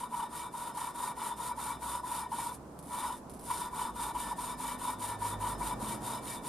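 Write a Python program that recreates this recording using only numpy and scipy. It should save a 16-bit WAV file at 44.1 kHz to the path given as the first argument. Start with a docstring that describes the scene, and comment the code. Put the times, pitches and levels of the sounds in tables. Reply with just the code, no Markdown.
"""An engine valve is lapped: a stick rolled between the palms twists it back and forth on its seat.
From the start grinding paste hisses with the speed of each twist and rings casting and valve; where the
grit bites, stick and slip judder the valve near 1 kHz. Behind it filtered noise makes far traffic.
Wet smacks crackle, mostly in the pauses around 2.7 and 3.3 s. From 1.5 s on wavering sine tones add
a car, then a lorry and passing drones, and the traffic swells to its loudest near 5.8 s."""
import sys
import numpy as np
from scipy import signal
from scipy.fft import rfft, irfft, next_fast_len
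from scipy.io import wavfile
from scipy.ndimage import uniform_filter1d

SR = 44100
rng = np.random.default_rng(int(sys.argv[2]) if len(sys.argv) > 2 else 0)


def pcm_store(signal):
    """Save signal as 16-bit PCM."""
    levels = np.round(np.clip(np.atleast_2d(signal), -1, 1) * 32767)
    wavfile.write(sys.argv[1], SR, levels.astype(np.int16).T)


N = 285768
TIME = np.arange(N) / SR   # seconds

# Table levels are relative: each layer trims them further.
# twists of the stick, forward and back in turn: (start [s], end [s], grit [dB], judder [dB])
TWISTS = [(-.12, .086, -45.5, -39.5), (.084, .28, -48, -34), (.284, .5, -44.5, -36.5),
          (.508, .73, -46, -36), (.728, .93, -44.5, -35.5), (.924, 1.136, -42, -32.5),
          (1.15, 1.348, -44, -31.5), (1.358, 1.535, -42.5, -34), (1.552, 1.778, -43, -32.5),
          (1.782, 2.012, -41, -33), (2.02, 2.28, -42.5, -33), (2.276, 2.545, -42.5, -35.5),
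          (2.851, 3.195, -42.5, -32.5), (3.425, 3.705, -41, -34), (3.708, 3.92, -43.5, -32.5),
          (3.931, 4.124, -42, -33), (4.129, 4.35, -42, -35.5), (4.356, 4.555, -41.5, -36),
          (4.566, 4.775, -40.5, -35), (4.776, 4.96, -41.5, -33), (4.981, 5.165, -42.5, -35),
          (5.183, 5.36, -42.5, -33.5), (5.385, 5.56, -42.5, -32.5), (5.578, 5.745, -42, -34),
          (5.78, 5.99, -42.5, -37), (6, 6.205, -41, -34), (6.215, 6.4, -43, -44.5), (6.42, 6.6, -41, -35)]
# how each direction sounds: (fastest point [share of twist], casting ring over grit [dB],
# valve ring over grit [dB])
FORWARD_TWIST = (.44, -6.5, -7)
BACK_TWIST = (0.58, -13, -6.5)
# the hardest bites of the grit: (start [s], length [s], level [dB])
BITES = [(.033, 0.014, -31.5), (.135, 0.027, -28.5), (.193, 0.019, -28), (.225, 0.029, -31),
         (.539, 0.036, -33.5), (.772, 0.019, -31), (.812, .015, -30.5), (1.029, .023, -31),
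         (1.511, 0.017, -30.5), (1.576, 0.04, -32.5), (2.035, 0.023, -33.5), (2.261, 0.0138, -35),
         (2.317, 0.047, -30), (2.384, 0.016, -28.5), (2.462, .021, -32.5), (3.036, 0.032, -29),
         (3.101, 0.0161, -31.5), (3.501, 0.0234, -25.5), (3.73, .012, -33), (3.813, .018, -29),
         (4.063, .015, -33), (4.147, 0.039, -31), (4.312, 0.035, -30), (4.382, 0.044, -35.5),
         (4.642, .023, -32), (4.876, 0.045, -29), (5.216, .026, -29.5), (5.245, .021, -29.5),
         (5.438, .018, -28), (5.466, .023, -30.5), (5.61, 0.037, -31), (5.705, 0.056, -32.5)]
# wet paste and skin smack as the grip shifts: (start [s], level [dB], time to fall 60 dB [s])
SMACKS = [(0.771, -41, 0.044), (1.83, -43, 0.034), (2.79, -46.5, 0.084), (2.826, -54, 0.28),
          (3.297, -48.5, 0.18), (3.336, -54, 0.28), (3.393, -49.5, 0.13)]
# the palms slide off and on to the stick: (peak time [s], half length [s], level [dB])
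SLIDES = [(2.542, 0.025, -48), (2.597, 0.037, -80), (2.89, 0.031, -54), (3.167, 0.027, -50),
          (3.465, 0.034, -46.5)]

# resonances that the finest grit rings: (frequency [Hz], width [Hz], level [dB])
GRIT_MODES = [(6910, 70, -10), (8072, 45, -5), (8812, 60, -3.5), (9471, 50, 0), (9825, 50, -6),
              (9945, 60, -4), (11500, 60, -12), (11800, 80, -12), (12870, 90, -13)]
# resonances of the casting: (frequency [Hz], width [Hz], level [dB])
CASTING_MODES = [(1769, 4.2, 3.5), (1843, 7.1, 3), (1863, 106, -5.5), (2310, 18.6, 2), (3003, 140, -10)]
# resonances of the valve: (frequency [Hz], width [Hz], level [dB])
VALVE_MODES = [(3544, 20.6, 0), (3724, 42, -4), (3930, 42, -9.5), (4910, 14, -10.5), (5186, 15.4, -4.5)]
# low resonances of valve and head that lock into a judder: (frequency [Hz], width [Hz], level [dB])
JUDDER_MODES = [(860.4, 15.3, -9.5), (931, 46.5, -3.5), (969, 43.8, 0.5), (998.2, 18.7, -1),
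                (1090, 53, -21), (1149, 9.6, -26.5)]
# resonances rattled by loose grains: (frequency [Hz], width [Hz], level [dB])
RATTLE_MODES = [(1121, 42, 0), (1186, 32, -1), (1315, 110, -5), (1482, 50, -6)]

# spectrum of the grit hiss: (frequency [Hz], level per Hz [dB])
GRIT_SPECTRUM = [(1400, -8), (2500, -9.5), (4500, -8), (6000, -10.5), (7500, -6.5), (8600, -1), (9700, 0.5),
                 (10800, -4), (12300, -9.5), (13200, -6), (14000, -14.5), (15000, -44)]
# spectrum of the smacks: (frequency [Hz], level per Hz [dB])
SMACK_SPECTRUM = [(1500, -17), (7000, -11.5), (10000, 0), (13000, -12.5), (15000, -24)]
# spectrum of the traffic noise: (frequency [Hz], level per Hz [dB])
ROAD_SPECTRUM = [(28, -14), (45, -7.5), (65, -2), (85, -11), (130, -2), (240, 1.5), (400, -3), (700, -3.5),
                 (1000, -3), (1400, -13.5), (2000, -24.5), (3200, -30), (6500, -29), (10000, -26),
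                 (15000, -40)]
# left-right likeness of the grit: (frequency [Hz], likeness [-1..1])
GRIT_LIKENESS = [(1500, 0.69), (3300, 1), (3900, 0.89), (5500, 0.81), (7300, 0.0028), (8700, 0.68),
                 (11500, 0.63), (13300, -0.16), (14500, -.2)]
# left-right likeness of the road: (frequency [Hz], likeness [-1..1])
ROAD_LIKENESS = [(60, 0.89), (150, 0.99), (300, 0.88), (700, 0.68), (2000, 0.23), (10000, 0.1)]
# stereo balance of the grit: (frequency [Hz], left minus right [dB])
GRIT_BALANCE = [(2000, -0.5), (5000, 0.5), (7500, 1), (9500, 1), (12500, -6), (14500, -4)]
# stereo balance of the road: (frequency [Hz], left minus right [dB])
ROAD_BALANCE = [(200, -1.8), (900, -1.2)]

# traffic noise: (time [s], rumble [dB], tyre noise [dB])
TRAFFIC = [(0, -52.5, -57.5), (1, -54, -55), (2.2, -51.5, -56), (3.3, -49.5, -55), (5, -52.5, -52.5),
           (5.8, -45, -48.5), (6.48, -49.5, -52.5)]
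# a car speeds up and eases off: (time [s], firing rate [Hz], firing tone [dB])
CAR = [(1.5, 60.5, -61), (1.83, 62.3, -55.5), (2.75, 73.4, -60.5), (3.38, 70.2, -61), (3.9, 57.5, -54)]
# a lorry swells, then fades: (time [s], firing rate [Hz], firing tone [dB], its octave [dB])
LORRY = [(4.0, 49.1, -59, -69), (4.718, 49.6, -57, -67), (5.046, 50.8, -65, -52), (5.402, 51.8, -49, -44),
         (5.63, 51.8, -46, -58), (5.9, 51.8, -61, -56)]
# drones of passing vehicles: (loudest time [s], half length [s], frequency [Hz], level [dB])
DRONES = [(4.75, .35, 252, -54), (4.6, .4, 181, -61), (5.9, .25, 214, -51), (5.95, .35, 124, -56)]

EASY_TWIST_S = 0.18   # a twist this long is near a plain half swing; longer ones start and end more gently
CATCHES_PER_S, CATCH_S, CATCH_DB = 18, 0.013, 0.5   # lesser bites; mean level over the twist's judder
BITE_ATTACK_S, BITE_RELEASE_S = .007, .0044
JUDDER_LEAD_S = .00005   # the judder reaches the left side first
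SMACK_GRAINS_PER_S, SMACK_SPREAD_DB = 4000, 1.5
ENGINE_FADE_DB_PER_S = 11   # before and after a vehicle is within earshot
CUTOFF_HZ = 15500


def from_db(db):
    """Decibels to gain."""
    return 10 ** (np.asarray(db) / 20)


def rms_one(x):
    """Scales a sound to rms 1."""
    return x / np.sqrt(np.mean(x ** 2) + 1e-20)


def in_time(rows):
    """Each column of a curve at every sample."""
    s, *columns = np.transpose(rows)
    return [np.interp(TIME, s, column) for column in columns]


def at_hz(points, hz):
    """Reads a curve on a log-frequency axis."""
    known_hz, values = np.transpose(points)
    return np.interp(np.log(hz + 1), np.log(known_hz), values)


def drift(rate_hz):
    """Slow random wander of rms 1: twice-smoothed noise, made at every 40th sample."""
    r = np.exp(-80 * np.pi * rate_hz / SR)
    noise = rng.standard_normal(N // 40 + 2002)
    slow = signal.lfilter([1], [1, -2 * r, r * r], noise)[2000:]   # drop the settling
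    return np.interp(np.arange(N) / 40, np.arange(len(slow)), rms_one(slow))


def bump(peak_s, half_s):
    """A smooth swell and fade around its peak."""
    return np.exp(-np.minimum(((TIME - peak_s) / half_s) ** 2, 20))


def pan(left_db):
    """Gains of the two channels, left over right by so many dB."""
    return from_db(np.array([[.5], [-.5]]) * left_db)


def widen(mid, side, alike):
    """Left and right of a given likeness from two unrelated signals."""
    alike = np.clip(alike, -.99, .99)
    return np.sqrt(1 + alike) * mid + np.sqrt(1 - alike) * side * np.array([[1], [-1]])


def colour(pair, spectrum, likeness, balance):
    """Gives two steady noises a spectrum and a stereo image; rms 1."""
    size = next_fast_len(N)
    hz = np.arange(size // 2 + 1) * SR / size
    image = widen(*rfft(pair, size), at_hz(likeness, hz)) * pan(at_hz(balance, hz))
    shaped = image * from_db(at_hz(spectrum, hz))
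    return rms_one(irfft(shaped, size)[:, :N])


def resonate(force, modes, gains=None):
    """Parallel resonances, each with an optional moving gain; white force of rms 1 comes out near rms 1."""
    out, power = 0, 0
    for k, (hz, width_hz, db) in enumerate(modes):
        r = np.exp(-np.pi * width_hz / SR)
        feed = (1 - r * r) / 2 * np.array([1, 0, -1])
        feedback = [1, -2 * r * np.cos(2 * np.pi * hz / SR), r * r]
        drive = force if gains is None else force * gains[k]
        # neighbouring modes take opposite signs
        out = out + (-1) ** k * from_db(db) * signal.lfilter(feed, feedback, drive)
        power += from_db(db) ** 2 * np.pi * width_hz / SR
    return out / np.sqrt(power)


def grains(per_s, spread_db):
    """Two streams of tiny fractures of uneven size, struck at the same instants; rms 1."""
    sizes = from_db(spread_db * rng.standard_normal(N))
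    struck = rng.random(N) < per_s / SR
    return rms_one(sizes * struck * rng.standard_normal((2, N)))


def twisting(grit_rest=0.22, ring_rest=0.69, judder_rest=0.79, judder_power=0.41, slip_speed=0.2,
             grab_s=0.011, easing=0.98):
    """The valve speeds up, slows and turns round; its speed sets the force of grit, ring and judder."""
    sliding, levels = np.zeros(N), []
    for k, (start, end, grit_db, judder_db) in enumerate(TWISTS):
        fastest_share, casting_db, valve_db = BACK_TWIST if k % 2 else FORWARD_TWIST
        fastest = start + np.clip(fastest_share, .1, .9) * (end - start)
        during = (TIME > start) & (TIME < end)
        angle = np.pi * np.interp(TIME[during], [start, fastest, end], [0, .5, 1])
        gentleness = ((end - start) / EASY_TWIST_S) ** easing
        sliding[during] = np.abs(np.sin(angle)) ** gentleness
        levels.append((fastest, grit_db, grit_db + casting_db, grit_db + valve_db, judder_db))
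    grit, casting, valve, body = from_db(in_time(levels))
    # the valve rocks a little through quick turns and lies still only in the pauses
    rocking = uniform_filter1d(sliding, size=4000) * (1 - sliding)
    # the rubber cup winds up, so the seat grabs a moment after each turn
    grinding = np.interp(TIME - grab_s, TIME, sliding)
    ringing = grinding + ring_rest * rocking
    # stick and slip need a least speed
    slipping = grinding ** 4 / (grinding ** 4 + slip_speed ** 4)
    juddering = grinding ** judder_power * slipping
    return (grit * (sliding + grit_rest * rocking), casting * ringing, valve * ringing,
            body * (juddering + judder_rest * rocking))


def paste(force, hiss_db=-2.5, ring_db=-8.0, smack_db=-2, flutter_db=1.38):
    """Crushed grit hisses, clumps a little and rings the highest modes; smacks crackle more coarsely."""
    force = force * from_db(flutter_db * drift(22))
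    hiss_grains = grains(per_s=16000, spread_db=3.0)
    hiss = force * colour(hiss_grains, GRIT_SPECTRUM, GRIT_LIKENESS, GRIT_BALANCE)
    ring = widen(*resonate(force * grains(per_s=12000, spread_db=2), GRIT_MODES), alike=0.61)
    smack_grains = grains(SMACK_GRAINS_PER_S, SMACK_SPREAD_DB)
    crackle = smacks() * colour(smack_grains, SMACK_SPECTRUM, GRIT_LIKENESS, GRIT_BALANCE)
    return from_db(hiss_db) * hiss + from_db(ring_db) * ring + from_db(smack_db) * crackle


def metal(force, modes, level_db, wander_db):
    """Coarser grains ring the metal; the contact shifts round the seat and starves now one mode, now another."""
    strikes = force * grains(per_s=4000, spread_db=2.0)
    shifting = [from_db(wander_db * np.minimum(drift(16.0), .5)) for mode in modes]
    return from_db(level_db) * widen(*resonate(strikes, modes, shifting), alike=0.97)


def judder(force, bites, rub_db=-8.0, bite_db=-4, knots_db=2, scatter_db=-17, loose_db=-17):
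    """Stick and slip lock on to the low modes, so their swing follows the drive closely."""
    # the soft paste passes little of this force to the treble
    soft = signal.butter(2, [650, 1900], "band", fs=SR, output="sos")
    rung = resonate(grains(per_s=3000, spread_db=1.5), JUDDER_MODES)
    swing, scattered = rms_one(signal.sosfilt(soft, rung))
    # friction limits the swing, which evens out its chance swells
    power = uniform_filter1d(uniform_filter1d(swing ** 2, size=180), size=180)
    swing = rms_one(swing / (power + .02) ** .36)
    # the rubbing comes in small knots
    knots = from_db(knots_db * np.minimum(drift(52), 1))
    drive = np.hypot(from_db(rub_db) * force * knots, from_db(bite_db) * bites)
    # loose grains rattle the casting just above the judder
    rattle = widen(*resonate(force * grains(per_s=2500, spread_db=0.5), RATTLE_MODES), alike=0.89)
    # the scattered part is opposite on the two sides
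    wide_swing = swing + from_db(scatter_db) * scattered * np.array([[1], [-1]])
    return (drive * wide_swing + from_db(loose_db) * rattle) * pan(left_db=1.5)


def from_left(pair):
    """The right channel hears the sound a moment later."""
    return np.array([pair[0], np.interp(TIME - JUDDER_LEAD_S, TIME, pair[1])])


def road(rumble_db=4.0, tyres_db=5.5, split_hz=360):
    """Far traffic: noise split into a low rumble and the brighter roar of tyres, each with its own level."""
    rumble_level, tyre_level = in_time(TRAFFIC)
    noise = colour(rng.standard_normal((2, N)), ROAD_SPECTRUM, ROAD_LIKENESS, ROAD_BALANCE)
    low = signal.sosfiltfilt(signal.butter(2, split_hz, fs=SR, output="sos"), noise)
    tyres = noise - low
    return from_db(rumble_level + rumble_db) * low + from_db(tyre_level + tyres_db) * tyres


def catches(unevenness=0.38, spread_db=2):
    """Rows of lesser bites, unevenly spaced and of unequal strength."""
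    timing, strength = rng.uniform(-1.1, 1, size=(200, 2)).T
    starts = (np.arange(len(timing)) + unevenness * timing) / CATCHES_PER_S
    return [(s, CATCH_S, CATCH_DB + db) for s, db in zip(starts, spread_db * strength)]


def biting(bites):
    """Strength of the bites: each sets in within milliseconds, holds and dies away."""
    strength = np.zeros(N)
    for start, length, db in bites:
        during = slice(*np.searchsorted(TIME, [start - BITE_ATTACK_S, start + .12]))
        age = TIME[during] - start
        rise = np.clip(age / BITE_ATTACK_S + .5, 0, 1)
        fall = np.exp(-np.maximum(age - 0.58 * length, 0) / BITE_RELEASE_S)
        strength[during] += from_db(db) * rise * fall
    return strength


def smacks():
    """Force of the wet smacks, which start at once and fade, and of the slides, which swell smoothly."""
    force = np.zeros(N)
    for s, db, t60 in SMACKS:
        after = TIME >= s
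        force[after] += from_db(db - 60 * np.minimum((TIME[after] - s) / t60, 2))
    for s, half_s, db in SLIDES:
        force += from_db(db) * bump(s, half_s)
    return force


def tone(hz, waver=0.0081, flutter_db=0.9):
    """A distant engine tone: a sine unsteady in pitch (waver as a share) and level; rms near 1."""
    phase = 2 * np.pi * np.cumsum(hz * (1 + waver * drift(5.3))) / SR
    return np.sqrt(2) * np.sin(phase) * from_db(flutter_db * drift(2.0))


def earshot(vehicle):
    """A vehicle fades in before its pass and out after it."""
    away_s = np.abs(TIME - np.clip(TIME, vehicle[0][0], vehicle[-1][0]))
    return from_db(-ENGINE_FADE_DB_PER_S * away_s)


def engines(car_db=-0.5, car_octave_db=-9, lorry_db=-1.5, lorry_octave_db=-1, drones_db=2.5):
    """Only low tones carry from the road: firing tones with their octaves, and passing drones."""
    hz, firing_db = in_time(CAR)
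    car = tone(hz) + from_db(car_octave_db) * tone(2 * hz)
    out = earshot(CAR) * from_db(firing_db + car_db) * car
    hz, firing_db, octave_db = in_time(LORRY)
    firing = from_db(firing_db + lorry_db) * tone(hz)
    octave = from_db(octave_db + lorry_octave_db) * tone(2 * hz)
    out += earshot(LORRY) * (firing + octave)
    for s, half_s, hz, db in DRONES:
        out += from_db(db + drones_db) * bump(s, half_s) * tone(hz)
    return out * pan(left_db=-2.5)


def scene():
    """The lapping close by, the road far behind."""
    grit_force, casting_force, valve_force, judder_force = twisting()
    bites = np.maximum(biting(BITES), judder_force * biting(catches()))
    # a bite crushes extra grit, which also rings the casting
    grinding = paste(np.hypot(grit_force, from_db(-24) * bites))
    crush = from_db(-18.5) * bites
    casting = metal(np.hypot(casting_force, crush), CASTING_MODES, level_db=-7.5, wander_db=6.5)
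    valve = metal(valve_force, VALVE_MODES, level_db=-8.5, wander_db=3.5)
    juddering = from_left(judder(judder_force, bites))
    return grinding + casting + valve + juddering + road() + engines()


def record(dry):
    """The top is cut steeply."""
    return signal.sosfilt(signal.ellip(10, .1, 80, CUTOFF_HZ, fs=SR, output="sos"), dry)


dry = scene()
out = record(dry)
pcm_store(out)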